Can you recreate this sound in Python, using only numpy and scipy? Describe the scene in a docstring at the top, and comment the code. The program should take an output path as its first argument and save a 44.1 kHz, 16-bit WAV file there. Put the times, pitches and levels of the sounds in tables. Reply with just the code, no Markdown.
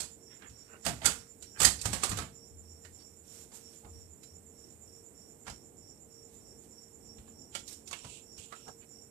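"""Plastic clacks open the scene: a hand seats a toner cartridge in a desktop printer, where it scrapes,
latches and rattles in its guides. Each hit is an edge snap, a panel knock and a chassis thump, with a
small room's tail. Fingers then brush the housing and square a stack of paper in the tray, all soft ticks
and grainy friction. Behind it, two crickets chirp on their wing resonances over a faint hum.
The left microphone port is muffled, so the highs sit to the right."""
import sys
import numpy as np
from scipy import signal
from scipy.fft import rfft, irfft, next_fast_len
from scipy.io import wavfile
from scipy.ndimage import map_coordinates

SR = 44100
rng = np.random.default_rng(int(sys.argv[2]) if len(sys.argv) > 2 else 0)


def generate_wav(sig):
    """Save sig (samples, or channels by samples) to the path in sys.argv[1] as 16-bit PCM at SR."""
    pcm = np.round(np.clip(np.atleast_2d(sig).T, -1, 1) * 32767).astype(np.int16)
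    wavfile.write(sys.argv[1], SR, pcm)


N = 401310

# Tone colours. Each row: frequency in Hz, relative level in dB.
RUMBLE_EQ = [(20, -13), (45, -3.5), (75, 3.5), (160, 0.5), (300, 1.5), (440, 0), (540, -6), (800, -9),
             (1300, -25), (3000, -54.5)]  # the room's low end
SHIMMER_EQ = [(300, -17), (1000, -11), (2200, -12.5), (3300, -20.5), (4800, -22.5), (6100, -15),
              (7400, 3.5), (8400, -2), (10000, -9), (12800, -12.5), (14000, -10)]  # high, steady air
PAPER_EQ = [(300, -33), (1500, -36), (2600, 4.5), (3600, 0), (5500, -6), (7800, 7), (10000, -8.5),
            (13000, -27.5)]  # sheet on sheet
SKIN_EQ = [(500, -13), (2500, -7.5), (5000, -4.5), (7800, 6), (10000, -3), (14000, -8)]  # brushing fingers
GUIDE_EQ = [(400, -11.5), (1000, -6), (1700, -4.5), (3000, -10), (5000, -7.5), (7600, -2), (14000, -24.5)]  # the cartridge's scrape
TICK_EQ = [(1500, -49), (2800, -8), (4300, 2.5), (6000, 4.5), (7600, 7.5), (9500, -1.5), (14000, -14)]  # a lightly tapped edge
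SNAP_EQ = [(1500, -23), (3000, -11.5), (4300, -6.5), (6000, -6), (7600, 1.5), (9000, -4.5), (11000, -13),
           (14000, -19)]  # a hard-hit edge
PANEL_EQ = [(150, -46.5), (350, -1.5), (700, 1), (1300, 1.5), (2800, 0), (4500, -5), (9000, -45)]  # hollow plastic
CHASSIS_EQ = [(25, -22.5), (45, -7), (70, 1), (130, -6), (220, -7.5), (320, -14), (700, -45)]  # the weight under a hit
LEFT_PORT_EQ = [(100, 0.5), (260, -1.5), (500, -4.5), (1000, -9), (2500, -20), (4500, -30.5), (7500, -44.5),
                (14000, -23)]  # the muffled side
# How alike the two ports sound. Each row: frequency in Hz, left-right correlation.
PORT_CORRELATION = [(60, 0.81), (150, 0.74), (300, 0.64), (700, 0.55), (1500, 0.16), (4000, .03)]
# An appliance's hum. Each row: frequency in Hz, level in dB.
HUM_PARTIALS = [(220, -71), (458, -65.5)]
# Fader rides. Each row: time in seconds, relative level in dB.
RUMBLE_RIDE = [(0, -64.5), (3.5, -64.5), (5, -63), (7.4, -61.5), (9.1, -64.5)]
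SLOW_CRICKET_RIDE = [(0, -56.5), (3.4, -55.5), (4.4, -60), (7, -55.5)]
# Each cricket's pace. Each row: time in seconds, chirps sung so far.
FAST_CHIRP_COUNT = [(0, -.08), (2.364, 20), (4.952, 42), (6.023, 51), (9.15, 78)]
SLOW_CHIRP_COUNT = [(0, .05), (3.03, 10), (4.93, 16), (7.11, 23), (8.01, 26), (9.3, 30)]
# The hand leans on the chassis. Each row: start in seconds, level in dB.
HAND_PRESSES = [(2.48, -52), (2.76, -59.5), (3.08, -62.5), (3.84, -52.5), (4.3, -62), (4.681, -64.5)]
# Sliding strokes. Each row: start in seconds, length in seconds, relative level in dB.
PAPER_SLIDES = [(7.15, 0.17, -71), (7.51, 0.06, -58), (7.92, 0.16, -52), (8.06, 0.12, -46),
                (8.365, 0.077, -48.5), (8.44, 0.22, -57.5)]  # sheets slide over each other
FINGER_BRUSHES = [(2.82, 0.18, -68.5), (3.22, 0.19, -56), (3.52, 0.05, -52.5), (3.6, 0.18, -61.5),
                  (3.8, 0.22, -69.5), (4.5, 0.23, -70.5), (6.25, 0.13, -66), (6.59, 0.052, -67),
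                  (7.66, 0.054, -52.5)]  # skin on the plastic and the top sheet
GUIDE_PUSHES = [(0.31, 0.62, -64), (0.85, 0.39, -57.5), (1.82, 0.28, -43.5)]  # the cartridge runs along its guides
# Plastic squeezes on plastic. Each row: centre in seconds, half-length in seconds, level in dB,
# pitch in Hz.
PLASTIC_RUBS = [(0.338, 0.039, -59.5, 1980), (0.447, 0.031, -50, 1740), (0.738, 0.041, -52, 1460),
                (1.575, 0.018, -47.5, 1600), (1.801, 0.0098, -41.5, 4800), (3.013, 0.019, -58, 4600),
                (3.547, 0.035, -62.5, 880), (3.865, 0.031, -55.5, 770), (8.691, 0.019, -45, 823),
                (8.831, 0.018, -60, 2430)]
# Fingers and sheet edges tap. Each row: start in seconds, relative snap, knock and thump levels in dB,
# panel pitch in Hz.
LIGHT_TAPS = [ (0.421, -71, -53, -71, 1530), (0.494, -56, -65, -47, 2740), (2.848, -51.5, -52.5, -70, 1760),
              (3.518, -56.5, -62, -55, 970), (3.846, -80, -58, -45, 800), (4.232, -50.5, -65, -60.5, 2320),
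              (5.467, -51, -47, -55, 1580), (5.476, -46.5, -44, -43, 1290), (5.497, -43.5, -50, -41.5, 683),
              (7.182, -64, -62.5, -45.5, 3050), (7.277, -67, -64, -50.5, 1200),
              (7.550, -34.5, -37.5, -48, 3030), (7.592, -47.5, -71, -52, 1400),
              (7.678, -41, -67, -65, 2500), (7.728, -46, -83, -69, 2500), (7.875, -43, -58.5, -75, 2520),
              (7.910, -41, -47.5, -64, 1090), (7.928, -41, -40, -72, 2770),
              (8.045, -47.5, -49.5, -46, 1100), (8.379, -44.5, -60.5, -51, 2600),
              (8.524, -52.5, -44.5, -74, 1430), (8.679, -53, -57, -54.5, 900)]
# The cartridge hits the housing. Each row: start in seconds, relative snap, knock and thump levels in dB,
# panel pitch in Hz, snap and knock loss per rebound in dB.
CARTRIDGE_CLACKS = [ (0.001, -32.5, -43, -51.5, 4800, 4.5), (0.851, -34.5, -39.5, -44, 1800, 20.5),
                    (0.863, -29, -31, -33, 680, 5), (1.017, -52, -41, -46, 900, 2.5),
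                    (1.046, -42.5, -34, -47, 1560, 0), (1.056, -17.5, -27.5, -39.5, 1390, 18),
                    (1.424, -44, -56.5, -54.5, 2970, 18.5), (1.601, -22.5, -30, -31.5, 1260, -0.5),
                    (1.648, -13.5, -25, -38, 1880, 15), (1.813, -35.5, -64, -54, 4630, 22),
                    (1.854, -28.5, -34, -32.5, 804, 12), (1.930, -29.5, -34, -36.5, 710, 7.5),
                    (2.034, -24.5, -29.5, -42.5, 1160, 17), (2.092, -33, -54, -36, 1500, 11),
                    (2.115, -36, -35.5, -37, 1180, 15.5), (2.171, -35, -39, -41.5, 353, 23),
                    (2.186, -36, -35, -47, 1300, 16), (2.218, -46.5, -43, -54, 680, 26)]

CONTACT_TIME = np.arange(-SR // 20, SR * 9 // 20) / SR  # seconds around a contact


def amp(db):
    """Decibels to gain."""
    return 10 ** (np.asarray(db) / 20)


def unit(x):
    """Scale to rms 1."""
    return x / np.sqrt(np.mean(x ** 2) + 1e-20)


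def along(points, hz):
    """Read (Hz, value) points on a log frequency axis."""
    f, v = np.transpose(points)
    return np.interp(np.log(hz + 1), np.log(f + 1), v)


def curve(rows):
    """Automation: (seconds, value) rows as one value per sample."""
    return np.interp(np.arange(N) / SR, *np.transpose(rows))


def wobble(rate):
    """Smooth random modulation, with rate knots a second."""
    return map_coordinates(rng.standard_normal(int(N * rate / SR) + 4), [np.arange(N) * rate / SR])


def filtered(x, response):
    """Shape x with a frequency response."""
    size = next_fast_len(N + SR // 2)
    return irfft(rfft(x, size) * response(np.fft.rfftfreq(size, 1 / SR)), size)[..., :N]


def noise(eq):
    """Two unrelated noises of rms 1 in the given colour."""
    return unit(filtered(rng.standard_normal((2, N)), lambda hz: amp(along(eq, hz))))


def resonance(hz, centre, half_width):
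    """A bell-shaped peak of height 1."""
    return 1 / (1 + ((hz - centre) / half_width) ** 2)


def swell(start, rise, length, t60):
    """Envelope of one movement: it builds over rise, holds until length, then dies away."""
    t = np.arange(N) / SR - start
    return np.clip(t / rise, 0, 1) * amp(-60 * np.maximum(t - length, 0) / t60)


def burst(response, envelope, uneven_db=4.5):
    """Shaped noise as dense damped modes; each contact point favours some and starves others."""
    size = len(envelope)
    hz = np.fft.rfftfreq(size, 1 / SR)
    favour = map_coordinates(rng.standard_normal(400), [2 * np.sqrt(hz)], order=1)
    spectrum = rfft(rng.standard_normal((2, size))) * response(hz) * amp(uneven_db * favour)
    return envelope * unit(irfft(spectrum, size))


def room_tone():
    """The bed: low rumble, an appliance's wavering hum and a high, steady shimmer."""
    t = np.arange(N) / SR
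    hum = np.zeros((2, N))
    for hz, db in HUM_PARTIALS:
        peak = np.sqrt(2) * amp(db + 3.1 * wobble(8))
        hum[1] += peak * np.sin(2 * np.pi * hz * t + 0.6 * wobble(9))
    rumble = amp(curve(RUMBLE_RIDE) + 3.5 + wobble(13)) * noise(RUMBLE_EQ)
    shimmer = amp(-58.5 + .5 * wobble(1.7)) * noise(SHIMMER_EQ)
    return rumble + hum + shimmer


def cricket(chirp_count, wing_hz, half_width_hz, chirp_width, echo_t60):
    """Each chirp swells and fades on the wing's resonance; echoes blur it into a narrow rasp."""
    phase = (curve(chirp_count) + .5) % 1 - .5  # in chirp cycles, like chirp_width
    power = np.exp(-(phase / chirp_width) ** 2)
    feedback = amp(-60 / (echo_t60 * SR)) ** 2
    echo = signal.lfilter([1 - feedback], [1, -feedback], power)
    white = rng.standard_normal((2, N))
    wing = unit(filtered(white, lambda hz: resonance(hz, wing_hz, half_width_hz) ** 1.06))
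    return amp(wobble(15)) * wing * np.sqrt(power + .5 * echo)


def chassis_rocking(rise_s=0.035, t60=1.58):
    """The hand's pressure makes the chassis drum softly on the table."""
    body = unit(filtered(rng.standard_normal((2, N)), lambda hz: resonance(hz, centre=81, half_width=8)))
    power = sum((amp(db) * swell(start, rise_s, rise_s, t60)) ** 2 for start, db in HAND_PRESSES)
    return np.sqrt(power) * body


def sliding(strokes, eq, rise_share, t60, grain_db):
    """Friction: tiny catches and slips, gathering speed over the first rise_share of each stroke."""
    power = sum((amp(db) * swell(start, rise_share * length, length, t60)) ** 2
                for start, length, db in strokes)
    texture = noise(eq) * amp(grain_db * wobble(500) + 1.1 * wobble(40))
    return np.sqrt(power) * unit(texture)


def plastic_rubs(relative_width=0.079, hiss_db=-11.5):
    """Brief stick-slip squeezes: a rough band around one panel resonance."""
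    t = np.arange(-SR // 6, SR // 6) / SR
    out = np.zeros((2, N + SR))
    for centre, half_length, db, pitch in PLASTIC_RUBS:
        band = lambda hz: ((hz > 300) * resonance(hz, pitch, relative_width * pitch)
                           + amp(hiss_db) * (hz < 2 * pitch))
        grit_db = 2 * map_coordinates(rng.standard_normal(130), [(t - t[0]) * 300])
        stroke = amp(db + grit_db) * np.exp(-(t / half_length) ** 2)
        first = max(round((centre + t[0]) * SR), 0)
        out[:, first:first + len(t)] += burst(band, stroke)
    return out[:, :N]


def hit_envelope(rise, t60, room_db, room_t60):
    """A brief slide into the contact, a fast decay in the plastic, the room's tail; times in seconds."""
    after = np.maximum(CONTACT_TIME, 0)
    slide = amp(-18) * np.exp(-abs(CONTACT_TIME) / .009)
    decay = np.hypot(amp(-60 * after / t60), amp(room_db - 60 * after / room_t60))
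    return (1 - np.exp(-after / rise)) * decay + slide


def housing_hits(rows, edge_eq, snap, knock, thump, ring_sharpness, ring_db=5):
    """Hard edges snap, the struck panel knocks at its own pitch, the heavy chassis adds a thump."""
    out = np.zeros((2, N + SR))
    for start, snap_db, knock_db, thump_db, pitch in rows:
        ring = lambda hz: amp(ring_db) * resonance(hz, pitch, pitch / ring_sharpness)
        hit = amp(snap_db) * burst(lambda hz: amp(along(edge_eq, hz)), snap)
        hit += amp(knock_db) * burst(lambda hz: amp(along(PANEL_EQ, hz)) + ring(hz), knock)
        hit += amp(thump_db) * burst(lambda hz: amp(along(CHASSIS_EQ, hz)), thump)
        first = round(start * SR)
        out[:, first:first + len(snap)] += hit
    lead_in = np.sum(CONTACT_TIME < 0)
    return out[:, lead_in:lead_in + N]


def taps():
    """Fingers and sheet edges tick softly against the housing."""
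    snap = amp(9.5) * hit_envelope(rise=0.0025, t60=0.026, room_db=-9.5, room_t60=0.19)
    knock = amp(9.5) * hit_envelope(rise=0.0023, t60=0.046, room_db=-8.5, room_t60=0.2)
    thump = amp(-2.5) * hit_envelope(rise=0.0063, t60=0.17, room_db=-6.5, room_t60=0.41)
    return housing_hits(LIGHT_TAPS, TICK_EQ, snap, knock, thump, ring_sharpness=5.7)


def rebounds(clacks, count=3, first_flight_s=0.015, shrink=0.85, thump_loss_db=4):
    """A loose part bounces: each clack becomes a run of contacts, ever closer and mostly weaker."""
    flights = first_flight_s * shrink ** np.arange(count)
    delays = np.cumsum(flights) - flights
    return [(start + delay, snap - k * loss, knock - k * loss, thump - k * thump_loss_db, pitch)
            for start, snap, knock, thump, pitch, loss in clacks for k, delay in enumerate(delays)]


def cartridge():
    """The lead sound: the cartridge drops in, latches and rattles home."""
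    snap = amp(8.5) * hit_envelope(rise=0.0028, t60=0.048, room_db=-11, room_t60=0.27)
    knock = amp(6.5) * hit_envelope(rise=0.0017, t60=0.034, room_db=-7.5, room_t60=0.26)
    thump = amp(1.5) * hit_envelope(rise=0.0037, t60=0.071, room_db=-5, room_t60=0.46)
    chatter = amp(0.66 * wobble(350))  # loose parts buzz against each other
    hits = housing_hits(rebounds(CARTRIDGE_CLACKS), SNAP_EQ, snap, knock, thump, ring_sharpness=14)
    return chatter * hits


def microphone_ports(pair, lag_s=.00018):
    """Long waves reach both ports alike; the left hears them a little later and loses its treble."""
    unrelated, right = pair
    alike = lambda hz: along(PORT_CORRELATION, hz)
    left = filtered(right, alike) + filtered(unrelated, lambda hz: np.sqrt(1 - alike(hz) ** 2))
    muffle = lambda hz: amp(along(LEFT_PORT_EQ, hz)) * np.exp(-2j * np.pi * hz * lag_s)
    return np.array([filtered(left, muffle), right])


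def scene():
    """The mix, back to front, through two ports that add a faint hiss of their own."""
    fast = cricket(FAST_CHIRP_COUNT, wing_hz=7176, half_width_hz=210, chirp_width=0.165, echo_t60=0.24)
    slow = cricket(SLOW_CHIRP_COUNT, wing_hz=5559, half_width_hz=110, chirp_width=0.17, echo_t60=0.38)
    crickets = amp(-53) * fast + amp(curve(SLOW_CRICKET_RIDE)) * slow
    paper = sliding(PAPER_SLIDES, PAPER_EQ, rise_share=0.31, t60=0.16, grain_db=2)
    skin = amp(7) * sliding(FINGER_BRUSHES, SKIN_EQ, rise_share=0.7, t60=0.35, grain_db=1.5)
    guides = sliding(GUIDE_PUSHES, GUIDE_EQ, rise_share=0.081, t60=0.375, grain_db=2.5)
    friction = paper + skin + guides + plastic_rubs()
    mix = room_tone() + crickets + chassis_rocking() + friction + taps() + cartridge()
    return microphone_ports(mix) + amp(-75) * rng.standard_normal((2, N))


def record(dry):
    """The output stage flattens peaks just under full scale, thins the sub-bass and cuts the very top."""
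    ceiling, bass_cut_hz, top_hz = .9, 34, 14300
    passband = lambda hz: hz ** 2 / np.hypot(hz ** 2, bass_cut_hz ** 2) * (hz < top_hz)
    return filtered(np.clip(dry, -ceiling, ceiling), passband)


dry = scene()
out = record(dry)
generate_wav(out)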